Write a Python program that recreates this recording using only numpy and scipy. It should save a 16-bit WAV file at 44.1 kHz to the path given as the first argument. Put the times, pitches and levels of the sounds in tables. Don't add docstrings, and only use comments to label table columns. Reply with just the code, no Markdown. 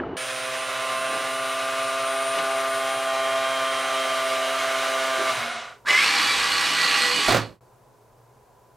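import sys
import numpy as np
from scipy import signal
from scipy.fft import rfft, irfft, next_fast_len
from scipy.io import wavfile
from scipy.ndimage import uniform_filter1d

SR = 44100
rng = np.random.default_rng(int(sys.argv[2]) if len(sys.argv) > 2 else 0)


def wav_out(sig):
    wavfile.write(sys.argv[1], SR, np.round(np.clip(np.atleast_2d(sig).T, -1, 1) * 32767).astype(np.int16))


def ratio(d):
    e = np.asarray(d, float) / 20
    return 10 ** e


N = 386316
T = np.arange(N) / SR

TRUCK_S, QUIET_S = 0.168, 7.608
OFF_S, COAST_S = 5.329, 0.51


def evened(x):
    return x / np.sqrt(np.mean(x ** 2) + 1e-20)


def read(points, hz):
    f, value = np.transpose(points)
    return np.interp(np.log(hz + 1), np.log(f + 1), value)


def play(rows):
    s, *columns = np.transpose(rows)
    gate = (T >= s[0]) * np.clip((s[-1] - T) / 0.0091, 0, 1)
    return [np.interp(T, s, c) for c in columns] + [gate]


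def add(mix, s, sound):
    part = mix[round(s * SR):][:len(sound)]
    part += sound[:len(part)]


def hold(start, end, db, rise, fall):
    return db - rise * np.maximum(start - T, 0) - fall * np.maximum(T - end, 0)


def bell(s, width_s):
    return np.exp(-((T - s) / width_s) ** 2)


def travelled(raised_db, down_db, swell_db=0, at=0):
    travel = np.linspace(0, 1, 200)
    swell = np.exp(-((travel - at) / 0.14) ** 2)
    db = raised_db + (down_db - raised_db) * travel + swell_db * swell
    return np.interp(T, TRUCK_S + travel * (OFF_S - TRUCK_S), db)


def wander(per_s):
    knots = rng.standard_normal(int(N / SR * 40) + 2)
    smooth = signal.butter(2, np.clip(per_s, .1, 19), fs=40, output="sos")
    knots = evened(signal.sosfiltfilt(smooth, knots))
    return np.interp(T * 40, np.arange(len(knots)), np.clip(knots, -2, 2))


def lowpass(x, steepness, hz):
    return signal.sosfilt(signal.butter(steepness, hz, fs=SR, output="sos"), x)


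def bandpass(x, low_hz, high_hz):
    return signal.sosfilt(signal.butter(2, [low_hz, high_hz], "band", fs=SR, output="sos"), x)


def colour(x, body, rings=()):
    hz = np.fft.rfftfreq(next_fast_len(N), 1 / SR)
    db = read(body, hz) + sum(d / (1 + (2 * (hz - f) / w) ** 2) for f, w, d in rings)
    return evened(irfft(rfft(x, next_fast_len(N)) * ratio(db))[:N])


def resonate(x, hz, width):
    r = np.exp(-np.pi * width / SR)
    return 2 * signal.lfilter([1 - r], [1, -r * np.exp(2j * np.pi * hz / SR)], x + 0j).real


def resonate_twice(x, hz, width):
    return evened(resonate(resonate(x, hz, width), hz, width))


def ring(db, hz, t60):
    t = T[:SR // 2]
    return ratio(db - 60 * t / t60) * np.sin(2 * np.pi * hz * t) * np.minimum(t / 0.0017, 1)


def scrape(turns, lasts_s):
    surface = irfft(rfft(rng.standard_normal((120, 256))), 4096)
    wear = np.clip(T / lasts_s, 0, 118)
    old, place = wear.astype(int), (turns % 1 * 4096).astype(int)
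    blend = wear % 1 * np.pi / 2
    return evened(np.cos(blend) * surface[old, place] + np.sin(blend) * surface[old + 1, place])


def order(turns, k, db, loose=1):
    return np.sqrt(2) * ratio(db) * np.cos(2 * np.pi * (k * turns + loose * rng.random()))


# (pitch [Hz], level [dB per Hz])
FLOOR = [(15, -38.5), (25, -12.5), (59, -10.5), (91, -17), (123, 2), (150, -18), (330, -17), (410, -10),
         (950, -13), (1180, -21), (1620, -23.5), (1800, -29), (3500, -35), (6500, -33.5), (15800, -38)]
# (pitch [Hz], width [Hz], level [dB])
HUMS = [(118, 11, -66.5), (417.3, 28, -68.5), (1000, 41, -65)]


def quiet_room():
    wash = colour(rng.standard_normal(N), FLOOR)
    wash = wash + 0.65 * np.array([colour(v, FLOOR) for v in rng.standard_normal((2, N))])
    out = ratio(-58) * wash
    for f, w, db in HUMS:
        unsteady = evened(resonate(rng.standard_normal(N), f, w))
        out += ratio(db) * evened(0.32 * np.cos(2 * np.pi * f * T) + unsteady)
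    return out


# (pitch [Hz], time to fall 60 dB [s])
ROOM = [(100, 0.66), (350, 0.37), (2000, 0.22), (10000, 0.19)]


def room_echo(x):
    taps = np.zeros((2, SR))
    at = np.arange(200, SR - 20, 20) + rng.integers(0, 20, (2, (SR - 201) // 20))
    np.put_along_axis(taps, at, rng.choice([-1., 1.], at.shape), 1)
    taps[1] = 0.83 * taps[0] + .5 * taps[1]
    hz, t, z = signal.stft(taps, SR, nperseg=256)
    tail = signal.istft(z * ratio(-60 * t / read(ROOM, hz)[:, None]), SR, nperseg=256)[1]
    return signal.fftconvolve(x[None], tail / np.linalg.norm(tail[0]), axes=1)[:, :N]


# (time [s], level [dB])
ROLL = [
    (0.0, -28.5),
    (0.028, -32.5),
    (0.165, -34.5),
]
# (pitch [Hz], level [dB per Hz])
TRAY = [(18, -52), (30, -17), (80, -5), (180, -13.5), (260, -1.5), (420, -5), (540, -11.5), (680, -7.5),
        (900, -11.5), (2000, -25), (3400, -39), (6800, -64), (8000, -90), (17000, -120)]
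# (time [s], peak level [dB], ring pitch [Hz], time to fall 60 dB [s])
BALLS = [(0, -17, 1670, 0.016), (0, -18, 1000, 0.014), (0, -21, 2500, .006), (0.035, -23, 1300, 0.034),
         (.008, -31, 340, .06), (.016, -26, 330, .04), (.063, -29, 400, 0.05), (.085, -27, 400, 0.04),
         (.092, -28, 440, 0.058), (0.113, -31, 430, 0.05), (.14, -31, 400, .06)]


def tray():
    level_db, _ = play(ROLL)
    taps = rng.standard_normal(N) * (1 + 0.59 * (rng.random(N) < 900 / SR))
    wood_rings = [(400, 63, 4.0), (2940, 220, 11.0), (4300, 800, 5), (6200, 500, 6)]  # (Hz, width Hz, dB)
    out = ratio(level_db) * colour(taps, TRAY, wood_rings)
    for s, *mode in BALLS:
        add(out, s, ring(*mode))
    return out


# (time [s], peak level [dB], ring pitch [Hz], time to fall 60 dB [s])
LANDING = [
    (5.183, -25, 375, 0.06),
    (5.2, -31, 390, .08),
    (5.212, -34, 320, .06),
]
# (time [s], length [s],
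# level [dB], lowest pitch [Hz], highest pitch [Hz])
CREAKS = [(.9, .15, -53, 180, 231), (1.056, 0.21, -41.5, 200, 797), (2.33, 0.14, -38, 201, 1510),
          (2.374, 0.035, -29.5, 700, 3220), (5.34, .13, -40, 1844, 1885), (5.46, .06, -41, 1390, 1460),
          (5.373, .05, -39, 1000, 1070), (5.177, 0.027, -33.5, 306, 450), (5.29, .14, -49.5, 105, 135),
          (5.868, 0.093, -36, 403, 750), (7.153, 0.065, -34.5, 180.6, 403)]


def creaks():
    out = np.zeros(N)
    for s, *mode in LANDING:
        add(out, s, ring(*mode))
    slips = rng.standard_normal(N) * (1 + (rng.random(N) < 400 / SR) * 6)
    for s, length, db, low_hz, high_hz in CREAKS:
        swell = np.sin(np.pi * np.clip((T - s) / length, 0, 1))
        out += ratio(db) * evened(bandpass(slips, low_hz, high_hz)) * swell
    return out


# (pitch [Hz], level [dB per Hz])
SHELL = [(40, -26), (110, -9.5), (300, -1.5), (800, -5), (1500, -6.5), (3000, -15), (6000, -23.5),
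         (15000, -58.5)]
# (time [s], peak level [dB], hardness [dB])
KNOCKS = [(7.284, -7, 1.5), (7.292, -8.5, -0.5), (7.297, -21, 0), (7.306, -16, 3), (7.313, -20, 1.5),
          (7.322, -11, 2.5), (7.332, -14.5, 1.5), (7.345, -7, 1), (7.353, -23.5, 9.5), (7.362, -14.5, 4.5),
          (7.368, -15.5, 4.5), (7.377, -22, 7), (7.395, -22.5, 4.5)]
# (pitch [Hz], level [dB], time to fall 60 dB [s])
BUMP_MODES = [(116.5, -6, 0.3), (260, -7, 0.12), (345, -4, 0.031), (474, -5.5, .04), (710, 10, 0.034),
              (950, -11, 0.017), (1340, 3, 0.023), (2166, 1, 0.014)]


def bump():
    chance = rng.standard_normal((len(KNOCKS), len(BUMP_MODES), 2))
    out = ratio(hold(7.287, 7.375, -22.5, 5000, 298)) * colour(rng.standard_normal(N), SHELL)
    for (s, db, hard_db), draw in zip(KNOCKS, chance):
        for (f, d, t60), (louder, higher) in zip(BUMP_MODES, draw):
            add(out, s, ring(db - 14 + d + 1.5 * louder, f * (1 + .08 * higher), t60))
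        crack = signal.lfilter([.25], [1, -1.1, .3], rng.standard_normal(2000))
        add(out, s, ratio(db - 9.0 + hard_db - 60 * T[:2000] / 0.056) * crack)
    add(out, 7.288, ring(db=-20, hz=119.8, t60=.22))
    return out


# (time [s], width [s], level [dB])
PASSING = [(6.46, .04, -36), (6.85, 0.104, -30.5), (7.06, 0.071, -30.5), (4.1, .03, -32), (5, 0.037, -32.5),
           (7.4, 0.07, -34.5), (6.89, 0.036, -37), (7.02, 0.04, -35), (7.8, .06, -33), (6.25, .04, -33),
           (6.7, .09, -30.5), (7.17, .06, -31), (6.53, .04, -32.5), (6.95, .04, -32), (5.3, .07, -30.5),
           (8.6, 0.052, -36.5), (7.23, .05, -39.5), (6.32, 0.062, -40), (3.9, .06, -30), (6.81, 0.049, -34),
           (7.02, 0.036, -29.5), (6.54, 0.034, -38), (5.2, 0.0505, -35.5), (6.11, .04, -32.5),
           (6.3, 0.036, -30)]
PASSING_ORDERS = (12, 12, 12, 12, 12, 12, 15, 15, 15, 18, 18, 18, 18, 18, 21, 21, 21, 24, 26, 26, 26, 28,
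                  28, 14.3, 14.3)
# (time [s], peak level [dB])
SKIPS = [(5.9773, -10), (6.0034, -11.5), (6.0274, -10), (6.0374, -10.5), (6.0494, -16.5), (6.1124, -11)]


def drive_whines(turns, uneven):
    tones = np.zeros(N)
    for k, db, rough in zip((18, 12, 3), (-45, -43, -55), uneven):
        tones += order(turns, k, db + 2.5 * wander(6)) * (1 + .5 * rough)
    tones += order(turns, 3, hold(7.12, 7.12, -37, 70, 110))
    for k in sorted(set(PASSING_ORDERS)):
        level = sum(ratio(db) * bell(s, w) for j, (s, w, db) in zip(PASSING_ORDERS, PASSING) if j == k)
        throb = 1 + 0.27 * uneven[int(k) % 3] + 0.3 * np.cos(2 * np.pi * turns)
        tones += level * order(turns, k, 0) * throb
    for s, db in SKIPS:
        add(tones, s, ring(db + 2.0, 2250, .009) + ring(db - 21.0, 3600, .006))
    return tones


STRANDS = (15, 20, 26)
STRANDS_DB = (-12, -11, -10)
# (pitch [Hz], width [Hz], level [dB])
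STRAIN_RINGS = [(1680, 120, 8), (2050, 60, 10), (2270, 110, 7), (2620, 120, 4), (2900, 100, 7)]
# (time [s], share added [-])
BITES = [(5.861, 1.5), (5.867, 1.5), (5.873, 1.5), (5.885, .8), (5.899, 2), (5.91, 2.4), (5.9165, 1.4),
         (5.927, .3), (5.937, 1.2), (5.945, .8), (5.952, 2), (5.96, 1), (5.966, .8), (5.98, 2.4),
         (5.992, 1.6), (6.004, 1.4), (6.019, 1), (6.028, 1.4), (6.038, 2), (6.046, 1), (6.052, 1.2),
         (6.06, 1.2), (6.068, 1.6), (6.08, 1.3), (6.095, 1.3), (6.112, 1.5), (6.125, 1.3), (6.14, 1.5),
         (6.152, 1.3)]


def drive_strain(turns, uneven, strain_db):
    chatter = uniform_filter1d(uniform_filter1d(rng.standard_normal(N), 50), 50)
    mesh = order(turns, 18, 0)
    for k, db, rough in zip(STRANDS, STRANDS_DB, uneven):
        mesh += order(turns, k, db) * (1 + rough)
    strain = colour(mesh * (1 + .6 * evened(chatter)), [(100, 0.0017), (9000, 0.0026)], STRAIN_RINGS)
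    strain = strain / np.sqrt(uniform_filter1d(strain ** 2, 600) + 1e-9)
    bites = sum(share * bell(s, .0035) for s, share in BITES)
    return ratio(strain_db) * strain * (.35 + .5 * bites)


# (pitch [Hz], level [dB per Hz])
DRIVE_BODY = [(53, -50.5), (90, -30.5), (240, -10), (400, -15), (800, -10), (1100, -1.5), (2000, -3),
              (3100, -5.5), (3700, -5), (4600, -7.5), (5100, -10.5), (8500, -16), (14300, -31),
              (15500, -49)]
# (pitch [Hz], width [Hz], level [dB])
DRIVE_RINGS = [(810, 50, 5), (1135, 80, 6), (1660, 70, 4), (1950, 70, 6), (2350, 60, 4), (2470, 100, 6),
               (2720, 70, 3), (2930, 70, 4), (3420, 60, 7), (3890, 60, 4), (4260, 130, 8), (4590, 160, 8.5),
               (5350, 150, 2), (8250, 300, 4)]
# (pitch [Hz], width [Hz], time [s], width [s], share added [-])
PANELS = [(5350, 246, 6.0, 0.14, 1.2), (5400, 230, 6.68, .06, 0.68), (8600, 130, 6.05, .08, 0.79),
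          (8400, 250, 5.1, .07, 1.6), (8200, 150, 8.2, .06, 1.2), (8200, 150, 7.02, 0.054, 1.3),
          (8000, 150, 7.21, .06, 1.1), (7400, 200, 12, 0.047, 1.2), (6760, 300, 5.9, .05, 0.29),
          (4500, 640, 5.93, 0.12, -0.62), (2900, 250, 5.9, 0.045, 0.35), (2280, 400, 6.15, .08, 0.49),
          (2780, 300, 6.93, 0.099, 0.83), (1500, 500, 7.15, .12, -0.52), (1300, 200, 5.8, 0.101, .6),
          (4600, 200, 6.98, .04, 0.25), (3970, 100, 5.9, .05, 0.49)]


def drive_rattle(turns, tread):
    knocking = 1 + 3.2 * (rng.random(N) < 600 / SR)
    rattle = rng.standard_normal(N) * knocking + 0.45 * scrape(turns, .08)
    rattle = rattle * (1 + 0.16 * tread) * ratio(0.5 * wander(6.2))
    gears = colour(rattle, DRIVE_BODY, DRIVE_RINGS)
    gears = gears + .25 * bandpass(gears, 3900, 4800) * wander(18)
    return gears + sum(share * bell(s, w) * resonate(gears, f, wide) for f, wide, s, w, share in PANELS)


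# (time [s], shaft speed [Hz], strain level [dB])
DRIVE = [(5.85, 78, -46), (5.872, 92, -25), (5.885, 110, -19), (5.905, 113.3, -18), (5.925, 113.5, -22),
         (5.955, 114, -18.5), (5.985, 120, -18.5), (6.02, 127, -22), (6.045, 146, -24), (6.075, 158, -27),
         (6.15, 161, -28.5), (6.17, 161.5, -38), (6.3, 162, -46), (7.28, 163.5, -70)]
# (time [s], level [dB])
SEAMS = [
    (6.11, -57.5),
    (6.4, -48),
    (6.56, -54.5),
    (7.06, -55.5),
    (7.29, -47.5),
]


def drive():
    hz, strain_db, on = play(DRIVE)
    run_db = -23.5
    gear_db = hold(5.89, 7.32, run_db, 499.5, 188)
    turns = np.cumsum(hz * (1 + 0.003005 * wander(17.87))) / SR
    uneven = evened(uniform_filter1d(rng.standard_normal((3, N)), 700, axis=1))
    tones = drive_whines(turns, uneven) + drive_strain(turns, uneven, strain_db)
    tread_hz = 66 * hz / 163 * (1 + 0.038 * wander(10.0))
    tread = np.cos(2 * np.pi * np.cumsum(tread_hz) / SR)
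    switched_on = np.clip((T - 5.853) / 0.015, 0, 1)
    gears = ratio(gear_db + 1) * switched_on * drive_rattle(turns, tread)
    tyre = ratio(-57.5) + sum(ratio(db) * bell(s, 0.037) for s, db in SEAMS)
    return on * tones + gears + ratio(gear_db - run_db - 1.0) * tyre * tread * (hz / 163) ** 6


LIFT_ORDERS = (1, 2, 3, 4, 5, 6, 7, 8, 9, 10, 11, 12, 14, 16, 18, 21, 24, 20, 13, 15, 17, 19, 22, 23, 25,
               27, 30, 31, 26, 10.77)
# (raised level [dB], down level [dB], swell [dB], swell at travel [0-1])
ORDER_LEVELS = [(-58, -69, 2.5, 0.62), (-48.5, -47.5, -6.5, 0), (-54, -44.5, 7, 0.42),
                (-42, -41.5, -3.5, 0.51), (-33, -30.5, 3.5, 0.48), (-46.5, -54.5, 11, 0.59),
                (-72, -47, -20, 0.26), (-38, -42, 4, 0.64), (-32.5, -32.5, -4, 0), (-49, -42.5, -4, 0.53),
                (-53, -48, 7.5, 0.42), (-50.5, -48, 5, 1), (-62, -48.5, 9, 0.64), (-47, -48, -25, 0.36),
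                (-56.5, -47.5, 8.5, 0.63), (-47.5, -52.5, 0.5, 0.57), (-51.5, -48, 12, 0.7),
                (-39, -64, -12, 0.54), (-64, -63, -8, 0), (-42.5, -49.5, -14, 0.4), (-57, -47, -8, 0.24),
                (-48.5, -57.5, 8.5, 0.39), (-47, -54, -18, 0.4), (-48, -56, -8, 0.5), (-50, -72, -29, .5),
                (-49, -59, -4, 0.66), (-52, -59, -1, .45), (-53, -54, -19, 0.46), (-71, -63, -18, 0.3),
                (-43.5, -56, 6, 0.24)]
# (time [s], width [s], level [dB])
TUNED = [(3.336, 0.19, 3.5), (4.35, 0.22, 2.5), (3.2, .2, 3.5), (2.87, .15, 3), (4.6, .1, -5.5),
         (4.5, 0.2, 0.5), (0.93, 0.3, 6), (4.67, 0.21, 6), (3.66, 0.23, -0.5), (5.7, .2, 4), (.8, .2, 4),
         (2.83, 0.24, 4.5), (2.7, .2, 5), (0.59, .2, 9), (1.1, 0.16, 9), (3.5, 0.13, 6), (1.3, .3, 2),
         (4.5, .3, 7), (4.5, 0.37, 8), (1.9, .4, 3), (3.96, 0.15, 0), (2.4, .4, -4), (4.7, 0.21, -8)]
TUNED_ORDERS = (5, 5, 24, 24, 24, 9, 8, 24, 24, 10, 10, 21, 14, 12, 12, 12, 26, 26, 22, 22, 18, 16, 11)


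def lift_tones(turns, slow_db):
    idle_db = -12 * np.exp(-abs(T - TRUCK_S) / 0.43)
    tones = np.zeros(N)
    for k, row in zip(LIFT_ORDERS, ORDER_LEVELS):
        db = travelled(*row) + (k > 4.5) * idle_db + (1.12 + 0.06 * k) * wander(21.0)
        db = db + sum(d * bell(s, w) for j, (s, w, d) in zip(TUNED_ORDERS, TUNED) if j == k)
        tones += order(turns + (k == 3) / 12, k, db, loose=k > 9.5)
    return ratio(4.7 * slow_db + hold(0, OFF_S - .03, 0, 0, 110)) * tones


# (pitch [Hz], level [dB per Hz])
BRUSH_BODY = [(2000, -69), (4500, -24.5), (7000, -18.5), (9000, -9.5), (11500, -16.5), (12200, -34),
              (13500, -26), (15800, -31.5)]
# (pitch [Hz], width [Hz], level [dB])
BRUSH_RINGS = [(7470, 180, 12.5), (8880, 476, 7.5), (10240, 610, 7.5), (11600, 180, -19), (12500, 370, 7.5),
               (14200, 230, -2)]
CAN_ORDERS = (67, 68, 69, 70, 71, 72, 73)
# (pitch [Hz], width [Hz], level over brushes [dB], at travel [0-1])
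CAN_SWELLS = [(9120, 100, -6, .1), (9236, 230, -0.5, 0.41), (10080, 400, -13.5, 0.23),
              (11030, 450, -14.5, 0.43), (14100, 400, -21.5, .36), (13200, 400, -19, 0.23),
              (12670, 450, -15.5, 0.5), (13000, 600, -15, .85)]
# (pitch [Hz], width [Hz], level [dB])
HOUSING = [(235, 13, -11.5), (693, 52, 2.5), (1913, 23, -9)]


def lift_brushes(turns, slow_db):
    brush_db = travelled(-41.5, -43, -5, -1.55) + 1.2 * slow_db
    near, aside = scrape(turns, .09), scrape(turns, 0.58)
    brushes = []
    for side in (1, -1):
        rubbing = near + side * 0.29 * aside + 0.56 * rng.standard_normal(N)
        brushes.append(colour(rubbing, BRUSH_BODY, BRUSH_RINGS))
    ticks = sum(order(turns, k, 3 * wander(19)) for k in CAN_ORDERS)
    rings = ratio(brush_db + 4 * slow_db - 7.5) * resonate_twice(ticks, 9280, 500)
    slack = rng.standard_normal(N)
    housing = sum(ratio(db) * resonate_twice(slack, f, w) for f, w, db in HOUSING)
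    rings += ratio(hold(5.5, 5.5, -35.5, 63, 30.5) + slow_db) * housing
    for f, w, db, at in CAN_SWELLS:
        level_db = brush_db + travelled(db - 12.5, db - 14, 13.4, at)
        rings += ratio(level_db) * resonate_twice(near + .5 * slack, f, w)
    return rings + ratio(brush_db - 6.5) * np.array(brushes)


# (pitch [Hz], level [dB per Hz])
LIFT_BODY = [(35, -62.5), (60, -64), (200, -35), (330, -27), (600, -13), (900, -18.5), (1250, -10.5),
             (2500, -13), (4050, -16), (4300, -19.5), (6000, -21), (8000, -25.5), (11000, -33.5),
             (15800, -40.5)]
# (pitch [Hz], width [Hz], level [dB])
LIFT_RINGS = [(745, 200, 4.5), (1097, 274, 5.5), (1454, 130, 5.5), (2007, 97, 3.5), (2170, 59, 6),
              (2900, 99, 5.5), (3870, 84, 5)]


def lift_gears(turns, speed, slow_db):
    gear_db = travelled(-35.5, -31) + 0.98 * slow_db
    teeth = (rng.standard_normal(N) + .3 * scrape(turns, .1)) * ratio(.7 * wander(15))
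    empty = bell(TRUCK_S, 0.35)
    noise = empty * colour(teeth, LIFT_BODY) + (1 - empty) * colour(teeth, LIFT_BODY, LIFT_RINGS)
    noise = ratio(gear_db + 2.5) * noise
    throb = 1 + 0.14 * np.cos(2 * np.pi * turns) + 0.059 * np.cos(6 * np.pi * turns)
    shade = ratio(-1.5 * bell(2.88, 1))
    dull = lowpass(noise, 2, 2000)
    noise = throb * dull + (noise - dull) * speed ** 0.14 * shade
    soft = lowpass(noise, 4, 10000)
    return soft + (noise - soft) * speed ** 3.1


# (time [s], shaft speed [Hz])
LIFT = [(0.17, 127.6), (0.2, 130.5), (0.41, 130.2), (1.0, 131.7), (2.17, 133.3), (2.19, 133.6),
        (3.93, 132.5), (4.02, 132.4), (4.12, 132), (4.15, 132), (4.47, 131.9), (4.53, 132.9), (5.13, 132.1),
        (5.33, 130.8)]


def lift():
    speed = np.cos(np.pi / 2 * np.clip((T - OFF_S) / COAST_S, 0, 1)) ** 2 + 1e-4
    slow_db = 20 * np.log10(speed)
    hz = play(LIFT)[0] * speed
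    turns = np.cumsum(hz * (1 + 0.0011 * wander(19))) / SR
    hum = lift_tones(turns, slow_db) + lift_brushes(turns, slow_db)
    return lift_gears(turns, speed, slow_db), hum


# (pitch [Hz], left over right [dB])
LEAN = [(60, 4.5), (110, -11.5), (200, -3), (380, -11.5), (700, -5), (1300, -5), (4400, -3.5), (9000, -5.5),
        (15000, -3)]


def ports(x):
    half = ratio(read(LEAN, np.fft.rfftfreq(next_fast_len(N), 1 / SR)) / 2)
    return irfft(rfft(x, next_fast_len(N)) * np.array([half, 1 / half]))[:, :N]


# (time [s], left over right [dB])
AWAY = [(0.17, -2.2), (0.75, -2.5), (1.3, -1.5), (2.46, -0.5), (3.5, -1.5), (5.82, -2), (6.87, -3.5),
        (7.6, -5)]


def scene():
    gears, hum = lift()
    truck, knocks = gears + creaks() + drive(), bump()
    lean = ratio(np.array([[.5], [-.5]]) * (play(AWAY)[0] + 5.5))
    treble = np.diff(truck + hum.mean(0) + knocks, prepend=0)
    tins = 0.15 * np.roll(treble, round(0.0036 * SR)) * np.array([[1], [-1]])
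    echo = room_echo(ratio(-7) * truck + ratio(-11.5) * knocks)
    middle = ports((tins + truck + hum + knocks + echo) * lean)
    quiet = quiet_room()
    fade = np.clip((QUIET_S - T) / 0.085, 0, 1)
    middle = (middle + ratio(0.5) * quiet) * fade * (T >= TRUCK_S)
    return tray() * (T < TRUCK_S) + middle + quiet * (T >= QUIET_S)


def band_limit(x):
    return signal.sosfilt(signal.butter(12, 15800, fs=SR, output="sos"), x)


def record(dry):
    hz = np.fft.rfftfreq(next_fast_len(N), 1 / SR)
    z = rfft(dry, next_fast_len(N))
    z = z.mean(0) + (z - z.mean(0)) / (1 + (90 / (hz + 1)) ** 2)
    z = z * (hz < 15900) / (1 + (22 / (hz + 1)) ** 4)
    return band_limit(irfft(z)[:, :N])


dry = scene()
out = record(dry)
wav_out(out)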